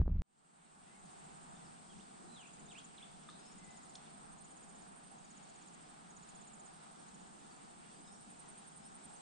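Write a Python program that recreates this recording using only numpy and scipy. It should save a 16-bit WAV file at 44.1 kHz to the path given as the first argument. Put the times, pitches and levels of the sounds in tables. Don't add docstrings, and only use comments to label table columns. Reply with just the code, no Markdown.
import sys
import numpy as np
from scipy import signal
from scipy.fft import rfft, irfft, next_fast_len
from scipy.io import wavfile
from scipy.ndimage import uniform_filter1d

SR = 44100
rng = np.random.default_rng(int(sys.argv[2]) if len(sys.argv) > 2 else 0)


def transcribe(u):
    v = np.clip(np.atleast_2d(u).T, -1, 1)
    q = np.round(v * 32767).astype(np.int16)
    wavfile.write(sys.argv[1], SR, q)


N = 406196
T = np.arange(N) / SR
NFFT = next_fast_len(N)
HZ = np.maximum(np.fft.rfftfreq(NFFT, 1 / SR), 1)

# freq_hz, relative density_db (per Hz)
WATER_COLOUR = [(10, -58), (30, -45), (50, -56), (67, -47.5), (100, -59.5), (125, -66), (165, -61.5),
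                (280, -81), (450, -95.5), (1200, -105), (3000, -117), (5500, -130), (9000, -150)]
# time_s, force_db
SHOVE_FORCE = [(0, 11), (.02, 7), (.04, -4.5), (.07, 0), (.1, 0.5), (.2, -1)]
# centre_s, peak level_db, half_length_s
HOUSING_SCUFFS = [(.0155, -69, .0025), (.027, -79, .005), (.08, -80, .002), (.189, -78, .006)]
# start_s, peak_db, time_to_peak_s
HOUSING_KNOCKS = [(0.0161, -23, 0.0014), (.0602, -44.5, 0.00051), (0.0786, -28, 0.00078),
                  (0.097, -44, 0.00069), (0.129, -58, .0006)]
# pitch_hz, level_db against the knock's own scale, decay_s
HOUSING_RING = [(620, -10, 0.00087), (1060, -19.5, 0.00068), (1530, -31, 0.0019)]
WATER_DB = -30.7
CUT_S = 0.2198

FADE_S, FADE_POWER = 0.97, 1.01
# freq_hz, common_to_both_sides_db, opposed_sides_db
AIR_COLOUR = [(30.1, -97.5, -99), (119.3, -99.2, -101.9), (153.4, -84.5, -84.5), (207, -84, -87),
              (265, -90.5, -91.8), (405, -95, -93.5), (564, -101, -95.5), (743, -91.5, -84),
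              (1027, -97.5, -92), (1277, -97, -92.5), (2014, -104.1, -103), (3570, -104.5, -109.5),
              (6220, -109.6, -109.9), (8900, -111, -112), (9680, -124, -126)]
# centre_s, half_length_s, centre_hz, lift_db
RUMBLE_GUSTS = [(1.063, 0.039, 170, 4), (1.29, 0.072, 200, 5.5), (1.6, .2, 169, 3.5), (1.97, .05, 201, 9),
                (2.14, 0.045, 171, 3), (2.24, 0.074, 380, 7.5), (2.633, 0.051, 170, 6),
                (3.17, 0.05, 170, 5.5), (3.668, .07, 170, 3.5), (4.33, 0.098, 172, 4.5), (7.1, .17, 170, 2),
                (7.98, 0.064, 350, 4), (8.308, 0.098, 170, 4), (9.05, 0.067, 170, 1.5)]
AIR_SWELL_DB = .35
# freq_hz, relative density_db (per Hz)
CHORUS_COLOUR = [(5900, -125), (6600, -109), (7200, -106), (7500, -104), (8000, -99.5), (8550, -94.5),
                 (8950, -102.5), (9200, -107), (9600, -118), (10500, -130)]
# time_s, relative level_db
CHORUS_SWELL = [(1.2, 2), (4.8, -0.3), (5.4, -1), (7.7, 0.3), (8.3, 1.5), (9.2, 1)]
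WHINE_HZ, WHINE_DB = 7736, -84

# first_note_s, last_note_s, period_s, top_pitch_hz, level_db, growth_by_last_note_db,
# fade_along_each_note_db, left_minus_right_db, reed_scatter_db (against the straight sound)
TRILL_RUNS = [(0.325, 0.618, .059, 8080, -61.5, -0.5, -3, 2, 5),
              (0.992, 1.551, .062, 7350, -67.5, 0, -1, 17, 2),
              (2.281, 2.842, .0623, 7220, -62.5, 4, 4, 2, 7),
              (3.393, 3.954, .062, 7260, -61.5, 1.5, 2, -10, 4),
              (4.319, 4.811, .0616, 7340, -63, 1, 5, -5, -4),
              (5.181, 5.735, .0616, 7300, -59.5, 0.5, 4, -3, -6),
              (6.103, 6.656, .0616, 7360, -56.5, -1.5, 0, -8, -17),
              (7.082, 7.698, .0616, 7380, -59.5, -9, -5, 2, 0),
              (7.31, 7.56, .0643, 6760, -70, 3, -14, -14, 2),
              (7.882, 8.137, .0647, 6700, -68.5, 1, -19, -18, 2),
              (8.392, 8.904, .0645, 6850, -65.5, -4, -11, -15, 0),
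              (9.16, 9.29, .0645, 7100, -61, 0, -14, -15, -4.5),
              (8.057, 8.613, .0617, 7350, -69, 0, -7, 21, 2), (8.92, 9.494, .0634, 7440, -66, 0, -4, 10, 2)]
# time_s, pitch as share of the top pitch, relative amplitude
TRILL_NOTE = [(0, .94, 0), (.0015, .975, .85), (.005, 1, 1), (.009, .975, .9), (.013, .91, .65),
              (.0165, .85, .3), (.019, .83, 0)]
# start_s, length_s, start_hz, end_hz, relative level_db,
# left_minus_right_db
BIRD_WHISTLES = [(0.866, .13, 1950, 2250, -74, 9), (1.645, 0.038, 5600, 4500, -71, 2),
                 (3.335, 0.018, 3980, 3450, -70, 1), (3.35, .022, 3490, 4770, -69, 4),
                 (3.367, 0.17, 4740, 5680, -73, 11), (3.58, 0.22, 2045, 2005, -74.5, 13),
                 (4.046, 0.024, 3880, 3400, -67, 0), (6.679, 0.038, 5200, 5540, -77, 4),
                 (6.993, 0.025, 5700, 5620, -75, -1), (7.51, 0.019, 4740, 4530, -70, 0),
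                 (7.88, 0.18, 4450, 5100, -81, 3), (8.046, .135, 5080, 5720, -74, 8),
                 (8.07, .021, 3930, 3630, -71, -3), (8.83, .06, 5100, 5750, -74, 10)]
# time_s, pitch_hz, level_db (before panning)
BIRD_CHIRPS = [
    [(1.89, 3280, -72), (1.905, 3310, -63), (1.925, 3050, -70), (1.95, 2250, -77), (1.975, 2000, -86),
     (1.997, 2780, -68), (2.009, 3450, -62), (2.018, 4400, -80)],
    [(2.27, 4060, -79), (2.3, 4020, -71), (2.33, 4036, -65), (2.352, 3990, -66), (2.372, 3540, -59.5),
     (2.4, 3060, -60), (2.422, 2750, -61), (2.436, 2405, -62), (2.447, 2250, -70), (2.461, 2560, -55),
     (2.466, 2750, -66), (2.48, 3130, -66)],
    [(2.685, 3630, -62), (2.699, 3800, -65), (2.714, 3150, -57), (2.728, 2495, -60), (2.742, 1936, -73),
     (2.757, 2575, -53.5), (2.772, 2790, -58.5), (2.79, 3320, -52.5), (2.798, 3950, -67), (2.81, 5260, -72)],
    [(2.968, 4780, -79), (2.98, 3840, -61), (2.988, 2940, -59), (2.997, 2370, -70), (3.008, 2007, -66),
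     (3.021, 2840, -63), (3.029, 3420, -52.5), (3.036, 3490, -60), (3.048, 3020, -64)],
]
CHIRP_PAN_DB = -3
# start_s, nominal level_db, ring_hz, upper_ring_hz, upper_ring_db, decay_s,
# rebound_after_s, rebound amplitude as share, echo_db (against the tick)
TWIG_TICKS = [(1.986, -55, 6050, 3300, -8, .001, .003, .7, -4),
              (3.235, -54, 5700, 3640, -1, .001, .002, .7, -6),
              (3.2879, -45, 1200, 3610, -5, 0.0029, .0031, 0.79, -4),
              (3.3003, -46.5, 3800, 4100, -4, 0.0011, .012, .5, 3),
              (3.9543, -37, 3550, 4200, -2.5, 0.0011, 0.0032, 0.58, -7)]
# first_pulse_s, last_pulse_s, period_s, pitch_hz, settled level_db,
# first_pulse_against_settled_db, left_minus_right_db, reed_scatter_db (against the straight sound)
PULSE_RUNS = [(2.461, 3.769, .093, 8960, -68, -6, 14, -4), (3.864, 5.074, .0928, 9060, -61.5, -1.5, -4, -5),
              (3.479, 5.118, .078, 8830, -67, -11.5, -20, -1),
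              (5.355, 5.898, .0783, 8720, -63.5, -11, -23, -5),
              (5.905, 7.017, .0928, 9070, -62, -8, -11, 7), (6.296, 7.08, .0784, 8680, -69.5, 2, -25, 3),
              (7.156, 7.868, .0787, 8830, -68, -3, -7, -4),
              (7.939, 9.141, .0923, 9100, -57, -6.5, -23, 4.5)]
PULSE_SETTLE_S = 0.41
# (per Hz, before its strokes and panning)
RASP_COLOUR = [(6000, -150), (7050, -112), (7350, -99.5), (8100, -99), (8600, -104), (9500, -140)]
BUZZ_S = 8.96

TOP_HZ = 10400


def amp(db):
    return 10 ** (np.asarray(db) / 20)


def pan(x, db):
    return x * amp(np.array([[db], [-db]]) / 2)


def add(out, s, x):
    i = int(np.clip(s * SR, 0, N))
    out[..., i:i + x.shape[-1]] += x[..., :N - i]


def noise(hz, db):
    gain = amp(np.interp(np.log(HZ), np.log(hz), db)) * np.sqrt(SR / 2)
    return irfft(rfft(rng.standard_normal(NFFT)) * gain, NFFT)[:N]


def walk(rate):
    knots = rng.standard_normal(1000)
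    return np.interp(T * rate, np.arange(len(knots)), knots)


def scatter(x, t60, delay):
    t = T[:SR]
    build = np.clip(t / delay, 0, 1) ** 2
    tail = rng.standard_normal((2, SR)) * np.exp(-np.log(1000) * t / t60) * build
    tail /= np.sqrt(np.sum(tail ** 2, axis=1, keepdims=True))
    return signal.oaconvolve(x[None], tail[:, t < 2 * t60], axes=1)[:, :N]


def in_reeds(x, pan_db, scatter_db, far_db=-13):
    stems = scatter(x, t60=0.018, delay=0.0006)
    reeds = stems + amp(far_db) * scatter(x, t60=0.16, delay=0.0051)
    return (pan(x, pan_db) + amp(scatter_db) * reeds) / np.hypot(1, amp(scatter_db))


def beats(first, last, period):
    return np.linspace(first, last, round((last - first) / period) + 1)


def arch(length, peak, power):
    u = np.linspace(0, 1, int(length * SR))
    warped = np.interp(u, [0, np.clip(peak, .1, .9), 1], [0, .5, 1])
    return u, np.abs(np.sin(np.pi * warped)) ** power


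def underwater(ease=0.0013, wall_hz=1450, click_db=-35.0, click_s=0.0035):
    water = noise(*np.transpose(WATER_COLOUR))
    evened = water / np.sqrt(uniform_filter1d(water ** 2, size=SR // 20))
    x = evened * amp(np.interp(T, *np.transpose(SHOVE_FORCE)))
    x = x * amp(WATER_DB) / np.sqrt(np.mean(x[T < CUT_S] ** 2))

    grit = noise([500, 1600, 4200, 5500, 9500], [-10, 0, -4, -14, -20])
    scuffing = sum(amp(db) * np.exp(-((T - s) / length) ** 2) for s, db, length in HOUSING_SCUFFS)
    x = x + grit / grit.std() * scuffing

    t = T[:SR // 20]
    ring = sum(amp(db) * np.exp(-t / decay) * np.sin(2 * np.pi * hz * t) for hz, db, decay in HOUSING_RING)
    wall = signal.butter(4, wall_hz, fs=SR, output="sos")
    for s, db, decay in HOUSING_KNOCKS:
        push = (t / decay) ** 2 * np.exp(2 - 2 * t / decay)
        add(x, s, amp(db) * signal.sosfilt(wall, push + ring))

    closing = np.exp(np.minimum(T - CUT_S, 0) / click_s)
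    x = x * (1 - closing) + amp(click_db) * closing
    return pan(x * np.clip(T / ease, 0, 1) * (T < CUT_S), 0)


def air(flicker_db=1.21):
    hz, mid_db, side_db = np.transpose(AIR_COLOUR)
    mid, side = noise(hz, mid_db), noise(hz, side_db)
    spectrum = rfft(np.array([mid + side, mid - side]), NFFT)
    octave = np.clip(np.log2(HZ / 160), 0, 6)
    out = 0
    for k in range(7):
        band = irfft(spectrum * np.maximum(1 - abs(octave - k), 0), NFFT)[:, :N]
        gust_db = 0
        if k < 3:
            for s, length, centre, db in RUMBLE_GUSTS:
                share = max(1 - abs(np.log2(centre / 160) - k), 0)
                gust_db = gust_db + db * share * np.exp(-((T - s) / length) ** 2)
        unrest_db = AIR_SWELL_DB * walk(1.977) + flicker_db * walk(13)
        out = out + band * amp(-1.05 + gust_db + unrest_db)
    return pan(out, -0.37)


def chorus(count=5, throb_db=3.0):
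    out = 0
    for rate_hz in np.linspace(10.6, 13.4, count):
        phase = np.cumsum(rate_hz * (1 + 0.021 * walk(1.83))) / SR + rng.random()
        throb = amp(throb_db * np.cos(2 * np.pi * phase))
        voices = np.array([noise(*np.transpose(CHORUS_COLOUR)) for _ in range(2)])
        out = out + voices * throb / np.sqrt(np.mean(throb ** 2) * count)
    return pan(out, -2.1) * amp(np.interp(T, *np.transpose(CHORUS_SWELL)))


def whine():
    phase = 2 * np.pi * np.cumsum(WHINE_HZ + 3 * walk(8)) / SR
    return pan(amp(WHINE_DB) * np.sin(phase), -8)


def far_birds(count=16, level_db=-73, centre_hz=3600):
    x = np.zeros(N)
    for when, pitch, slope, length, loud in rng.random((count, 5)):
        u = np.linspace(-1, 1, int(SR * (0.058 + .06 * length)))
        hz = centre_hz * 2 ** (pitch - .5 + 0.26 * (slope - .5) * u)
        call = (1 - u ** 2) * np.sin(2 * np.pi * np.cumsum(hz) / SR)
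        add(x, when * N / SR, amp(level_db + 2.7 * loud) * call)
    return scatter(x, t60=0.56, delay=0.011)


def trills(start_drop=0.079, start_db=-2.0, warm_notes=2.1, uneven_db=1.0, clipped_db=-12):
    out = 0
    at, share, size = np.transpose(TRILL_NOTE)
    t = T[:int(at[-1] * SR)]
    glide, shape = np.interp(t, at, share), np.interp(t, at, size)
    for first, last, period, hz, db, growth_db, fade_db, pan_db, scatter_db in TRILL_RUNS:
        x = np.zeros(N)
        for k, s in enumerate(beats(first, last, period)):
            cold = np.exp(-k / warm_notes)
            pitch = hz * glide * (1 - start_drop * cold + .004 * rng.standard_normal())
            trend_db = start_db * cold ** 2 + growth_db * (s - first) / (last - first)
            gain = amp(db + trend_db + uneven_db * rng.standard_normal())
            fade = amp((fade_db + clipped_db * cold ** 2) * (t / t[-1]) ** 2)
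            add(x, s, gain * shape * fade * np.sin(2 * np.pi * np.cumsum(pitch) / SR))
        out = out + in_reeds(x, pan_db, scatter_db)
    return out


def whistles(peak=0.42, power=0.31, fading_db=3.5, waver=.011):
    out = np.zeros((2, N))
    fading, unsteady = amp(fading_db * walk(60)), 1 + waver * walk(90)
    for s, length, start_hz, end_hz, db, pan_db in BIRD_WHISTLES:
        u, strength = arch(length, peak, power)
        on = int(s * SR) + np.arange(len(u))
        pitch = start_hz * (end_hz / start_hz) ** u * unsteady[on]
        tone = np.sin(2 * np.pi * np.cumsum(pitch) / SR)
        add(out, s, pan(amp(db) * strength * fading[on] * tone, pan_db))
    return amp(1.5) * out + scatter(out.mean(0), t60=1.0, delay=0.0089)


def near_bird(waver=0.012, flutter_db=2.0, echo_s=0.021, echo_db=-14):
    voice = np.zeros(N)
    unsteady, flutter = 1 + waver * walk(350), amp(flutter_db * walk(200))
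    for chirp in BIRD_CHIRPS:
        s, hz, db = np.transpose(chirp)
        on = (T > s[0]) & (T < s[-1])
        phase = 2 * np.pi * np.cumsum(np.interp(T[on], s, hz) * unsteady[on]) / SR
        edges = signal.windows.tukey(len(phase), .06)
        add(voice, s[0], edges * amp(np.interp(T[on], s, db)) * flutter[on] * np.sin(phase))
    out = pan(voice, CHIRP_PAN_DB)
    add(out, echo_s, pan(amp(echo_db) * voice, 2.7))
    close_echo = amp(-4.5) * scatter(voice, t60=0.14, delay=0.011)
    long_echo = amp(-7.5) * scatter(voice, t60=1.0, delay=0.032)
    return out + close_echo + long_echo


def twigs(crack=0.47):
    x, sent = np.zeros((2, N))
    t = T[:SR // 40]
    for s, db, hz, upper_hz, upper_db, decay, gap, rebound, echo_db in TWIG_TICKS:
        wood = signal.butter(4, [0.86 * hz, min(1.74 * hz, 8000)], "band", fs=SR, output="sos")
        ring = np.sin(2 * np.pi * hz * t) + amp(upper_db) * np.sin(2 * np.pi * upper_hz * t)
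        swell = np.exp(-t / decay) - np.exp(-t / 0.00034)
        for when, size in ((s, 1), (s + gap, rebound)):
            grit = signal.sosfilt(wood, rng.standard_normal(len(t)) * np.exp(-t / decay))
            tick = amp(db) * size * (ring * swell + 2 * crack * grit)
            add(x, when, tick)
            add(sent, when, amp(echo_db) * tick)
    return pan(x, .5) + scatter(sent, t60=0.77, delay=0.0035)


def pulsing_insects(length=0.04, bend=0.18, rough=0.23, scrape_db=-6):
    out = 0
    u = np.linspace(-1, 1, int(length * SR))
    scrape = noise([6800, 7930, 8820, 9450], [-45, -14, 8, -48])
    scrape = scrape / scrape.std()
    for first, last, period, hz, full_db, start_db, pan_db, scatter_db in PULSE_RUNS:
        tone, force = np.zeros((2, N))
        for s in beats(first, last, period):
            settling_db = start_db * np.exp((first - s) / PULSE_SETTLE_S)
            db = full_db + settling_db + 0.36 * rng.standard_normal()
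            catch = np.interp(u, np.linspace(-1, 1, 16), rng.standard_normal(16))
            pitch = hz * (1 - bend * u ** 2 + 0.0027 * catch)
            stroke = amp(db) * np.cos(np.pi * u / 2) ** 2 * (1 + rough * catch)
            add(tone, s - length / 2, stroke * np.sin(2 * np.pi * np.cumsum(pitch) / SR))
            add(force, s - length / 2, stroke)
        out = out + in_reeds(tone + amp(scrape_db) * force * scrape, pan_db, scatter_db)
    return out


def buzzing_insect(rate_hz=140, depth=0.41, onset_s=0.057):
    rasp = np.array([noise(*np.transpose(RASP_COLOUR)) for _ in range(2)])
    phase = 2 * np.pi * np.cumsum(rate_hz * (1 + 0.057 * walk(30))) / SR
    strokes = 1 + depth * np.sin(phase)
    return pan(rasp * strokes * np.clip((T - BUZZ_S) / onset_s, 0, 1), -2)


def scene():
    background = air() + chorus() + whine()
    birds = far_birds() + whistles() + near_bird()
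    reeds = trills() + pulsing_insects() + buzzing_insect()
    bank = background + birds + reeds + twigs()
    return underwater() + bank * np.clip((T - CUT_S) / FADE_S, 0, 1) ** FADE_POWER


def record(dry):
    return signal.sosfilt(signal.ellip(8, .2, 70, TOP_HZ, fs=SR, output="sos"), dry)


dry = scene()
out = record(dry)
transcribe(out)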